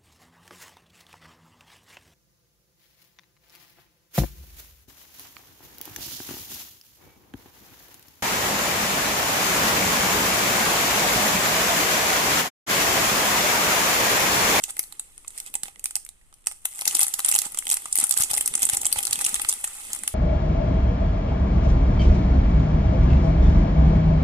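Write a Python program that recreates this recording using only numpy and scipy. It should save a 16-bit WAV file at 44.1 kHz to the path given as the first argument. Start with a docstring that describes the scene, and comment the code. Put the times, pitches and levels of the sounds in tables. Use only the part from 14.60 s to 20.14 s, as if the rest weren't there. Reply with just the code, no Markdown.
"""Crinkling plastic sheets

Two hands flex thin clear sheets in a crisp sleeve, close under a two-port microphone in a quiet room.
Creases snap through as sharp clicks over fine crackle and dense crunches. The sheets hiss as they slide
and puff air as they flex; fingers rustle. Table and walls answer with early echoes and a short tail."""
import sys
import numpy as np
from scipy import signal
from scipy.fft import rfft, irfft
from scipy.io import wavfile

SR = 44100
rng = np.random.default_rng(int(sys.argv[2]) if len(sys.argv) > 2 else 0)


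def log_audio(samples):
    """Write samples as a 16-bit WAV file to the path given in sys.argv[1]."""
    # one column per channel
    frames = np.atleast_2d(samples).T
    # limit to full scale, then quantise
    limited = np.clip(frames, -1, 1)
    pcm = np.round(limited * 32767).astype(np.int16)
    wavfile.write(sys.argv[1], SR, pcm)


N = 244346


def from_db(db):
    return 10 ** (np.asarray(db) / 20)


def unit_rms(x):
    return x / np.sqrt(np.mean(x ** 2) + 1e-20)


def butter(x, hz, kind, order=2):
    return signal.sosfilt(signal.butter(order, hz, kind, fs=SR, output="sos"), x)


def resonance(x, hz, width):
    """Two-pole band with gain 1 at its peak."""
    r = np.exp(-np.pi * width / SR)
    poles = [1, -2 * r * np.cos(2 * np.pi * hz / SR), r * r]
    return signal.lfilter(np.array([1, 0, -1]) * (1 - r * r) / 2, poles, x)


def panned(x, pan_db):
    """Two channels from a left-minus-right level gap."""
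    return x * from_db(np.multiply.outer([.5, -.5], pan_db))


def place(rows, times, lead):
    """Lay each row on one track, starting `lead` samples before its time."""
    at = np.round(times * SR).astype(int) - lead + np.arange(rows.shape[1])
    track = np.zeros(N)
    np.add.at(track, np.clip(at, 0, N - 1), rows)
    return track


def fader(table, column):
    """Gain that rides one dB column of a table over time."""
    points = np.transpose(table)
    return from_db(np.interp(np.arange(N) / SR, points[0], points[column]))


# Room tone spectrum: (frequency [Hz], relative density [dB])
ROOM_TONE = [(20, 12.5), (40, 4.5), (100, -4), (250, -12.5), (900, -20), (3000, -22.5), (8000, -43),
             (16000, -51)]


def room_tone(level_db=-59, likeness=0.62, alike_below_hz=97):
    """Steady room noise, alike in both ports only in the bass."""
    hz = np.maximum(np.arange(N // 2 + 1) * SR / N, 1)
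    points_hz, points_db = np.transpose(ROOM_TONE)
    shape = from_db(np.interp(np.log(hz), np.log(points_hz), points_db))
    alike = likeness / (1 + (hz / alike_below_hz) ** 2)
    mid, side = rfft(rng.standard_normal((2, N))) * shape
    both = np.sqrt(1 + alike) * mid + np.sqrt(1 - alike) * side * [[1], [-1]]
    return from_db(level_db) * unit_rms(irfft(both, N))


def room_tail(x, send_db=-14, t60_s=0.27):
    """The walls return a smooth tail, thin in the bass; each port hears its own."""
    t = np.arange(SR // 2) / SR
    tail = rng.standard_normal((2, len(t))) * from_db(-60 * t / t60_s) * np.minimum(t / 0.01, 1)
    tail = from_db(send_db) * unit_rms(tail) / np.sqrt(len(t))
    return signal.fftconvolve(x, butter(tail, 500, "high", order=1), axes=1)[:, :N]


# Weight of the shifting grip: (time [s], level [dB])
GRIP_RUMBLE = [(0.0, -92), (3.2, -84), (3.55, -60), (4.0, -58.5), (4.5, -61), (4.85, -63), (5.0, -67),
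               (5.54, -58.5)]


def grip_rumble(friction, clumps):
    """Hands shifting their grip rumble below 90 Hz."""
    steadier = friction * from_db(-2.5 * clumps)
    return unit_rms(butter(steadier, [28, 90], "band")) * fader(GRIP_RUMBLE, 1)


# Faders of the handling bed, before trims: (time [s], crackle [dB], hiss [dB], rustle [dB])
HANDLING_BED = [(0.0, -43.5, -60.5, -61), (0.52, -67, -66, -68.5), (0.85, -48.5, -68, -65),
                (1.39, -91, -68.5, -68), (1.53, -79, -74.5, -90), (1.87, -59.5, -77, -87),
                (2.04, -52.5, -73, -77), (2.08, -40, -65, -78), (2.36, -35.5, -45, -55),
                (2.64, -40, -59.5, -69), (2.9, -43.5, -60, -58), (3.16, -45, -53, -61),
                (3.36, -41.5, -57, -64), (3.55, -32.5, -50, -51), (3.86, -48.5, -49, -52.5),
                (4.06, -39, -54.5, -51), (4.72, -48, -43.5, -54.5), (5.0, -38, -54, -58),
                (5.1, -44.5, -51, -67), (5.28, -40.5, -50.5, -56), (5.42, -60, -53, -54),
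                (5.54, -65, -52, -59.5)]


def finger_rustle(friction, trim_db=-4):
    """Fingers rub the plastic with a low rustle."""
    return unit_rms(butter(friction, [120, 450], "band")) * fader(HANDLING_BED, 3) * from_db(trim_db)


def sliding_hiss(body_db=3):
    """Sheets slide over each other with a hiss; returns edge and body feeds."""
    hiss = rng.standard_normal((2, N)) * fader(HANDLING_BED, 2)
    return hiss, hiss[0] * from_db(body_db)


def crackle(clumps, base_per_s=900, spread_db=3, edge_db=-11, body_db=-12):
    """Countless small creases tick at random, in clumps; returns edge and body feeds."""
    fires = rng.random(N) < base_per_s * from_db(4 * clumps) / SR
    sizes = from_db(spread_db * np.minimum(rng.exponential(1, N), 4)) * rng.choice([-1, 1], N)
    ticks = unit_rms(fires * sizes) * fader(HANDLING_BED, 1)
    return panned(ticks * from_db(edge_db), rng.uniform(-12, 12, N)), ticks * from_db(body_db)


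# Air shoved at the ports: (centre time [s], relative level [dB], pitch [Hz], half length [cycles])
AIR_PUFFS = [(0.196, -49.5, 288, 1.2), (0.953, -44, 330, 0.43), (1.036, -47, 183, 0.63),
             (2.36, -46.5, 308, 1.7), (2.39, -55, 140, 0.88), (2.748, -50, 221, 0.62),
             (2.863, -40.5, 210, 0.39), (3.386, -41, 278, 0.84), (3.43, -41, 240, 0.99),
             (3.604, -33, 76, 0.28), (3.712, -45.5, 97, 0.58), (3.788, -49, 55, 0.4),
             (3.91, -47, 129, 0.54), (3.956, -46, 205, 0.84), (4.028, -45.5, 86, 0.47),
             (4.1, -53, 70, 0.52), (4.135, -34, 70.6, 0.2), (4.259, -46, 59, 0.49), (4.373, -39, 65, 0.39),
             (4.505, -50.5, 111, 1.8), (4.554, -49, 236, 1.0), (4.731, -52, 204, 1.9),
             (4.779, -50.5, 50, 1.1), (4.853, -45, 60.6, 0.43), (5.344, -51, 60.4, 0.28),
             (5.428, -55.5, 206, 4.1)]


def air_puffs(trim_db=5, min_cycles=.3):
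    """A flexing sheet shoves air: a soft swing that swells and sinks, quicker for a smaller flap."""
    times, level_db, hz, cycles = np.transpose(AIR_PUFFS)[:, :, None]
    turns = np.arange(-2000, 2000) / SR * hz
    swing = np.sin(2 * np.pi * turns) * np.exp(-2 * (turns / np.maximum(cycles, min_cycles)) ** 2)
    return place(swing * from_db(level_db + trim_db) * rng.choice([-1, 1], times.shape), times, 2000)


# Resonances of the sheets: (frequency [Hz], width [Hz], relative level [dB])
SHEET_MODES = [(814, 88, -3.5), (1263, 216, -2), (2070, 213, -3.5), (2565, 135, -0.5), (3250, 770, -8)]


def sheet_body(clicks, broad_db=-5):
    """The stiff sheets answer clicks broadly and with resonances, each struck with varying strength."""
    out = from_db(broad_db) * butter(clicks, [250, 5000], "band", order=1)
    block = np.arange(N) // 256
    for k, (hz, width, level_db) in enumerate(SHEET_MODES):
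        strength = from_db(level_db + 11.5 + rng.uniform(-2.7, 1.5, N // 256 + 1))[block]
        out += (-1) ** k * resonance(clicks * strength, hz, width)
    return out


# Folds crushed in the grip: (centre time [s], half length [ms], relative level [dB])
CRUSHED_FOLDS = [(0.098, 14.5, -44.5), (0.778, 58, -55.5), (0.872, 23, -51.5), (1.07, 40, -55),
                 (2.362, 22, -56), (2.422, 34, -37), (2.681, 48, -43), (2.852, 35, -45), (3.129, 19, -45),
                 (3.419, 41, -42), (3.605, 39, -40), (3.71, 16, -37), (3.779, 5.6, -34.5), (4.03, 28, -37),
                 (4.138, 25.4, -36.5), (4.259, 7.6, -37), (4.377, 22, -40), (4.432, 5.5, -53),
                 (4.614, 15, -38), (4.68, 31, -44), (4.759, 6.6, -36), (4.907, 12.5, -50), (5.34, 60, -49)]


def crunches(ticks_per_s=6000, body_db=5.5):
    """Many tiny creases give way in one dense swell; returns edge and body feeds."""
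    times, half_ms, level_db = np.transpose(CRUSHED_FOLDS)[:, :, None]
    ms = np.arange(-3000, 3000) * 1000 / SR
    swell = place(from_db(level_db) * np.exp(-2 * (ms / half_ms) ** 2), times, 3000)
    fires = rng.random((2, N)) < ticks_per_s / SR
    sizes = from_db(1.05 * rng.exponential(1, (2, N))) * rng.choice([-1, 1], (2, N))
    ticks = swell * unit_rms(fires * sizes)
    return ticks, ticks[0] * from_db(body_db)


def crease_slips(t, times, dice, pace, slips_per_s=4700, rise_db_per_ms=7, fade_db_per_ms=5.5):
    """Small slips gather, the crease lets go at t = 0, and more slips die away."""
    handling_db = np.interp(times, *np.transpose(HANDLING_BED)[:2])
    calm_db = np.minimum(handling_db + 40, 0)   # calmer hands, less creep
    creep_db = -2 + .5 * calm_db + rise_db_per_ms * pace[:, 0] * 1000 * t
    settle_db = -3 - fade_db_per_ms * pace[:, 1] * 1000 * t
    fires, sizes = dice[:, 0] < slips_per_s / SR, 2 * dice[:, 1] - 1
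    slips = fires * sizes * from_db(np.where(t < 0, creep_db, settle_db))
    slips[:, t == 0] = .9 * np.sign(sizes[:, :1])   # the main release
    return slips / np.sqrt(np.sum(slips ** 2, axis=1, keepdims=True) / 2)   # same energy per snap


def spot_colour(count, taps=24, fade_db_per_tap=1.5):
    """Each spot on the film colours its snap with a short random echo pattern."""
    colour = rng.standard_normal((count, taps)) * from_db(-fade_db_per_tap * np.arange(taps))
    colour[:, 0] = 2   # direct sound
    treble = np.abs(rfft(colour, 64)[:, 9:17])   # 6 to 11 kHz, held at an even level
    return colour / np.sqrt(np.mean(treble ** 2, axis=1, keepdims=True))


# Featured creases, levels before trims: (time [s], edge level [dB], body level [dB],
# pitch of the buckling patch [Hz], ring over body [dB], left minus right [dB])
CREASE_SNAPS = [(0.0387, -9, -25.5, 3100, 6.5, -1.5), (0.082, -31, -44.5, 815, 9, -6),
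                (0.106, -18.5, -42, 4500, 2, -3), (0.167, -21, -31, 855, -3, -4),
                (0.1799, -29, -66, 4460, -1, 0), (0.1929, -6.5, -24, 2170, 7.5, -2),
                (0.23, -23.5, -55, 1940, -3, -2), (0.2385, -27, -39.5, 4440, 11, 7),
                (0.324, -26.5, -35.5, 4030, 11, -6), (0.3957, -14.5, -34, 3730, 10, 0.5),
                (0.5788, -35, -39.5, 2600, -20, 8), (0.647, -53, -43, 1130, 5, -4),
                (0.675, -37, -46, 3830, 12, 1), (0.6795, -19.5, -46, 4300, -4, -5),
                (0.705, -34, -41.5, 2070, -21, -1), (0.7778, -22, -38, 2020, -9, -3),
                (0.7843, -27, -45, 2110, 1, -13), (0.8013, -19.5, -34, 3930, -1, 1),
                (0.8627, -29, -59, 2290, 3, -11), (0.873, -37, -54, 4350, -6, -17),
                (0.9405, -15.5, -26.5, 3430, -7, -3), (0.9534, -10, -23, 830, 0, 0),
                (1.0331, -14, -28.5, 1980, -4, -6), (1.056, -33, -32.5, 2030, 2, -6),
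                (1.0824, -36, -33.5, 800, 1, 0), (1.159, -56, -42, 1980, 6, -3),
                (1.1942, -28.5, -42.5, 2730, -8, -2), (1.2415, -12.5, -38, 2020, 10, -4),
                (1.2568, -12.5, -25, 2500, 6, -4), (1.2684, -38, -55, 2280, 0, 3),
                (1.3084, -23.5, -36.5, 2000, 1, 0), (1.3549, -9.5, -31, 3700, -19, -5),
                (1.3646, -15, -31.5, 800, -1, -1), (1.4496, -26.5, -66, 2050, 2, -2),
                (1.464, -33, -49, 2210, 16, 2), (1.4898, -26, -47.5, 3860, 18, -5),
                (1.613, -60, -55.5, 1920, 11, 0), (1.727, -62, -47.5, 1250, 7, -3),
                (1.74, -38, -54, 3600, 0, 0), (1.842, -58, -52, 2000, 2, 0),
                (1.861, -27, -42, 3620, -2, -2), (1.8699, -7.5, -20.5, 2140, -24, -5),
                (1.8818, -27, -40, 1920, 9, 5), (1.914, -29, -30.5, 2100, 1, 1),
                (1.921, -25, -38, 810, -4, -4), (2.0545, -7, -21, 2920, -1, 3),
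                (2.191, -23, -30, 2100, 6, 9), (2.2113, -17, -48, 3020, 2, -3),
                (2.219, -16, -23.5, 3300, 2, 3), (2.2545, -10, -34, 2120, 10, 5),
                (2.2656, -17.5, -27, 856, 4, -1), (2.2779, -1, -20, 2060, 7, 5.5),
                (2.2855, -30, -40, 3600, 16, 0), (2.3105, -18, -34, 2880, 17, -4),
                (2.3478, -19, -36, 4180, -5, 1), (2.3512, -2.5, -21, 3970, -2, 2.5),
                (2.3602, -31, -44, 3100, -2, 10), (2.3645, -17, -34, 3960, -2, 1),
                (2.369, -16, -27, 4440, -6, 13), (2.3868, -18, -34, 3940, 10, -7),
                (2.393, -2, -15, 3630, -13, 0), (2.406, -11, -29, 2390, -4, 10),
                (2.413, -6.5, -42, 2430, -5, -4), (2.4209, -11, -26.5, 820, -3, 6),
                (2.43, -10, -27, 4100, -8, 6), (2.432, -2, -32, 4000, -13, -1),
                (2.4448, -15, -31, 4050, -2, 5), (2.4674, -13, -27, 3030, -7, 1),
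                (2.4819, -14.5, -36, 1970, 8, 5), (2.5399, -6, -22.5, 2740, 2, -6.5),
                (2.5934, -11, -20.5, 1200, -19, 5), (2.6032, -19, -27.5, 3820, 8, -3),
                (2.647, -17, -26, 3050, 4, -6), (2.648, -5.5, -17, 3000, -3, -6),
                (2.656, -30, -42, 3420, 0, 2), (2.661, -15, -32, 2580, -2, 12),
                (2.6847, -12.5, -27, 3660, 12, -9), (2.689, -1.5, -21, 3430, 8, 1),
                (2.6976, -18, -43, 2820, 4, 6), (2.7148, -5.5, -21, 2550, 3, -1),
                (2.7242, -9, -20.5, 2800, 1, -1), (2.7385, -15, -24, 2640, 4, 0),
                (2.7423, -8.5, -28, 2760, 6, -2), (2.752, -3.5, -20.5, 840, 1, -1),
                (2.761, -5.5, -16, 2710, -17, -3), (2.7818, -12, -31, 3510, 1, 1),
                (2.789, -4, -45, 3900, -4, -9), (2.818, -10, -24, 2060, 1, -1),
                (2.8535, -21, -53, 810, 2, -8), (2.8573, -26, -41, 810, 9.5, -11),
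                (2.8659, -21, -46, 895, 15, -4), (2.921, -28.5, -39.5, 2010, 1, 11),
                (2.946, -21.5, -29.5, 1220, 3.5, -4), (2.9738, -21, -26.5, 4000, -10, -15),
                (2.9878, -7.5, -32, 3160, 15, 3), (3.0242, -33, -33, 2110, 9, -8),
                (3.054, -24, -46, 3160, 17, 3), (3.0691, -13.5, -23.5, 3200, 11, -2),
                (3.08, -21, -42, 3680, 5, -2), (3.0916, -16, -31, 3490, 8, -16),
                (3.1006, -9, -27, 3280, 10, 9), (3.1137, -6.5, -21, 2000, 4, -2),
                (3.121, -7.5, -24, 3380, -5, -4), (3.129, -12, -30, 3300, 2, 9),
                (3.1418, -7, -33, 3850, -9, -5), (3.1699, -13, -25, 3980, -6, -0.5),
                (3.2205, -27, -39, 2070, 8, 5), (3.2568, -26, -28, 1220, 6, 5),
                (3.3273, -8.5, -38, 3600, 1, -1), (3.3555, -4.5, -27, 2070, 4, 1),
                (3.3659, -15, -25.5, 4480, -14, 4), (3.3756, -9, -39, 3520, -5, 3),
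                (3.3865, -4.5, -20, 1980, 4, -6), (3.3958, -22, -35, 3360, 6, -2),
                (3.4007, -6, -26, 3060, -7, 0), (3.412, -13, -26, 3380, 7, -2),
                (3.4305, -18, -27, 2040, 7, -1), (3.4404, -2.5, -20.5, 1450, 3, 3),
                (3.4691, -18, -49, 3490, 2, -4), (3.4942, -11.5, -48, 2930, -3, 3),
                (3.5102, -2, -23.5, 3480, 12, -6), (3.524, -14.5, -41, 3420, 3, -15),
                (3.54, -19, -34, 3360, 13, -17), (3.569, -19, -27.5, 1580, 10, -11),
                (3.575, -4, -23.5, 3100, -22, -3), (3.5865, -11, -40, 3530, -1, 6),
                (3.6002, -12, -30, 1720, 0, 3), (3.6076, -7, -29, 4160, -8, 2),
                (3.6129, -16, -23, 2440, -1, 5), (3.6165, -21, -24, 4030, -14, 16),
                (3.6224, -5, -32, 1330, 3, 1), (3.6359, -6, -44, 850, 15, -2.5),
                (3.646, -17, -42, 1400, 1, -15), (3.7032, -22, -28.5, 1200, 5, -11),
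                (3.7126, -11, -32, 780, 5, 3), (3.734, -14.5, -32.5, 810, 13.5, 12),
                (3.74, -9, -26, 4300, -7, 0), (3.7497, -13, -32, 3270, 6, -6),
                (3.765, -18, -30, 3290, 13, 4), (3.7734, -11, -25, 864, 1, -1),
                (3.7787, -9, -41, 780, 7, 4), (3.7872, -19, -40, 3190, -6, 5),
                (3.8099, -6, -25, 3120, 13, -3.5), (3.825, -24, -40, 3470, -5, 8),
                (3.8601, -7.5, -29.5, 4300, -7, -2), (3.8767, -7.5, -30, 3550, 0, 1),
                (3.9391, -21.5, -20.5, 3820, -10, -12), (3.9535, -5.5, -25, 3460, -9, 1.5),
                (3.9783, -20, -33, 1510, 0, -11), (3.9934, -16, -29, 3480, -8, 2),
                (4.003, -23, -39, 2730, 2, -8), (4.021, -9, -43, 4410, -8, -5),
                (4.0304, -3, -21, 3530, -15, 2), (4.053, -6, -38, 3640, -6, -6),
                (4.0673, -19, -26, 850, -4, 8), (4.0902, -9, -23.5, 2050, 6, -1),
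                (4.0984, -7, -18, 3100, -1, 4.5), (4.1335, -14, -28, 2930, -8, -7),
                (4.1366, -20, -29, 3570, -9, -6), (4.148, -13, -32, 3170, -6, 2),
                (4.1707, -6.5, -25, 4250, 3, 3), (4.216, -11, -37, 860, 8, -2.5),
                (4.2327, -19, -31, 820, 1, -3), (4.2475, -19, -27, 4250, 0, 1),
                (4.255, -6.5, -41, 3570, -1, -3), (4.258, -18, -43, 850, 15, 1),
                (4.2665, -6, -27, 3340, 15, 0), (4.317, -24, -26, 3550, -4, 2),
                (4.327, -3, -28, 4330, 21, -1), (4.3603, -34, -23.5, 853, 4, 0),
                (4.386, -12, -23, 3150, 1, -7), (4.389, -15.5, -21, 3260, 10, 10),
                (4.4055, -21, -25.5, 855, -8, -7), (4.4288, -14, -48, 4310, 3, 6),
                (4.434, -21.5, -34, 3070, 15, -16), (4.4525, -13, -33, 2670, 6, 6),
                (4.4696, -11.5, -27, 4300, 13, 1), (4.478, -25, -30, 4000, 11, -6),
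                (4.51, -13, -29.5, 3400, 6, -4), (4.526, -22, -24, 2760, 8, -10),
                (4.53, -4, -26.5, 2770, 11, -2), (4.557, -16, -28.5, 3240, 12, -1),
                (4.59, -12.5, -22, 890, -10, 0), (4.6122, -14.5, -39, 2180, -5, 4),
                (4.6168, -16, -33, 2130, -2, -2), (4.622, -22, -39, 2700, 1, -3),
                (4.644, -12.5, -42, 2930, 0, -2), (4.6487, -7, -34, 3500, 19, 3),
                (4.6642, -7.5, -26.5, 2750, 17.5, -2), (4.686, -21, -37, 3470, -4, -2),
                (4.6925, -15.5, -38, 2050, 2, 5), (4.7432, -9.5, -26, 3480, 16, 1.5),
                (4.755, -15, -37, 3250, -4, -2), (4.763, -28, -31, 3760, 13, 0),
                (4.7971, -25, -21.5, 2030, -4, -2), (4.818, -10.5, -28, 2630, 12, 0),
                (4.8479, -18, -18, 3360, -1, -1), (4.8887, -5, -36.5, 905, 10, 5),
                (4.8943, -5, -40, 4200, -7, 0), (4.8976, -25, -27, 3640, -7, -2),
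                (4.907, -18, -31, 3620, 8, -1), (4.9162, -19, -36, 3940, 11, -6),
                (4.9265, -12, -27, 3340, 10.5, -6.5), (4.9377, -17, -34, 3700, 4, 0),
                (5.0423, -9, -23, 1880, 9, 2), (5.0473, -17, -29, 3100, 1, 2),
                (5.076, -19.5, -40, 1300, 9, -2), (5.152, -30, -54, 1360, 5, -5),
                (5.212, -36, -53, 2080, 19, 1), (5.332, -11.5, -34, 3270, 11, 1.5),
                (5.349, -20.5, -45, 4180, -5, 7), (5.3627, -28, -36, 880, -1, 5),
                (5.39, -28, -39, 3960, 2, -9), (5.4355, -16, -28.5, 1900, 2, -2),
                (5.4772, -7, -21.5, 3140, 4.5, -2)]


def crease_snaps(edge_trim_db=2, body_trim_db=12, ring_trim_db=-6.5, echo_db=-26, echo_t60_s=0.046):
    """A crease snaps through and the patch around it rings; returns edge, body and ring feeds."""
    times, edge_db, body_db, patch_hz, ring_db, pan_db = np.transpose(CREASE_SNAPS)[:, :, None]
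    lead, length = 300, 1400   # samples
    t = (np.arange(length) - lead) / SR
    after = np.maximum(t, 0)
    dice = rng.random((len(times), 2, length))
    scatter = rng.standard_normal(dice.shape)
    slips = crease_slips(t, times, dice, pace=np.exp(0.3 * scatter[:, :, :1]))
    # Early echoes off hands and table, new for every snap and port.
    echoes = scatter * from_db(echo_db - 60 * after / echo_t60_s) * np.minimum(after / 0.0018, 1)
    dullness = 0.092 + 0.25 * (2 * dice[:, 0, :1] - 1)   # snaps range from bright to dull
    colour = spot_colour(len(times))
    edge = np.zeros((2, N))
    for side, gains in enumerate(panned(from_db(edge_db + edge_trim_db), pan_db)):
        clicks = signal.fftconvolve(slips + echoes[:, side], colour, axes=1)[:, :length]
        edge[side] = place((clicks + dullness * np.roll(clicks, 1, axis=1)) * gains, times, lead)
    body = (slips + echoes[:, 0]) * from_db(body_db + body_trim_db)
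    decay_db = -60 * after * patch_hz / 26   # rings for 26 cycles: small, high patches die sooner
    ring = np.sin(2 * np.pi * patch_hz * after) * from_db(body_db + ring_db + ring_trim_db + decay_db)
    return edge, place(body, times, lead), place(ring, times, lead)


def scene(body_pan_db=-4.5, cut_hz=14300):
    """Mix the bright edges and the body of the plastic into the room."""
    snap_edge, snap_body, ring = crease_snaps()
    clumps = unit_rms(butter(rng.standard_normal(N), 49, "low"))
    tick_edge, tick_body = crackle(clumps)
    hiss_edge, hiss_body = sliding_hiss()
    friction = rng.standard_normal(N) + from_db(-5) * rng.standard_normal((2, N))   # shared + per port
    friction *= from_db(3.5 * clumps)
    hands = finger_rustle(friction) + grip_rumble(friction, clumps)
    crunch_edge, crunch_body = crunches()
    # The crackling spot wanders, nearer the right port, so the left hears it late.
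    wander = unit_rms(butter(rng.standard_normal(N), 25, "low"))
    left_lag = np.round((.00021 + .00011 * wander) * SR).astype(int)
    arrival = np.clip(np.arange(N) - left_lag * [[1], [0]], 0, N - 1)
    edges = np.take_along_axis(snap_edge + tick_edge + hiss_edge + crunch_edge, arrival, axis=1)
    edges = butter(edges, 4150, "high")   # thin film radiates mostly treble
    body = sheet_body((snap_body + tick_body + hiss_body + crunch_body)[arrival])
    lows = panned(body + (ring + air_puffs())[arrival] + hands, np.full(N, body_pan_db))
    mix = edges + lows + room_tail(edges + from_db(-0.5) * lows) + room_tone()
    # The mix is cut steeply at 14.3 kHz; a faint band above the cut is let through during snaps.
    top_band = butter(np.take_along_axis(snap_edge, arrival, axis=1), cut_hz, "high", order=8)
    return butter(mix, cut_hz, "low", order=40) + from_db(-13) * top_band


# Microphone port resonances, left then right: (frequency [Hz], width [Hz], gain [dB])
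MIC_PORTS = [(9560, 1180, 20), (8150, 1030, 19)]


def record(dry, roll_off_hz=14900, cutoff_hz=16600):
    """Each port lifts the treble at its own resonance; peaks are rounded; the top rolls off and is cut."""
    ports = np.array([x + from_db(db) * resonance(x, hz, width)
                      for x, (hz, width, db) in zip(dry, MIC_PORTS)])
    rounded = butter(.8 * np.tanh(ports / .8), roll_off_hz, "low", order=11)
    return signal.sosfilt(signal.cheby2(20, 50, cutoff_hz, fs=SR, output="sos"), rounded)


dry = scene()
out = record(dry)
log_audio(out)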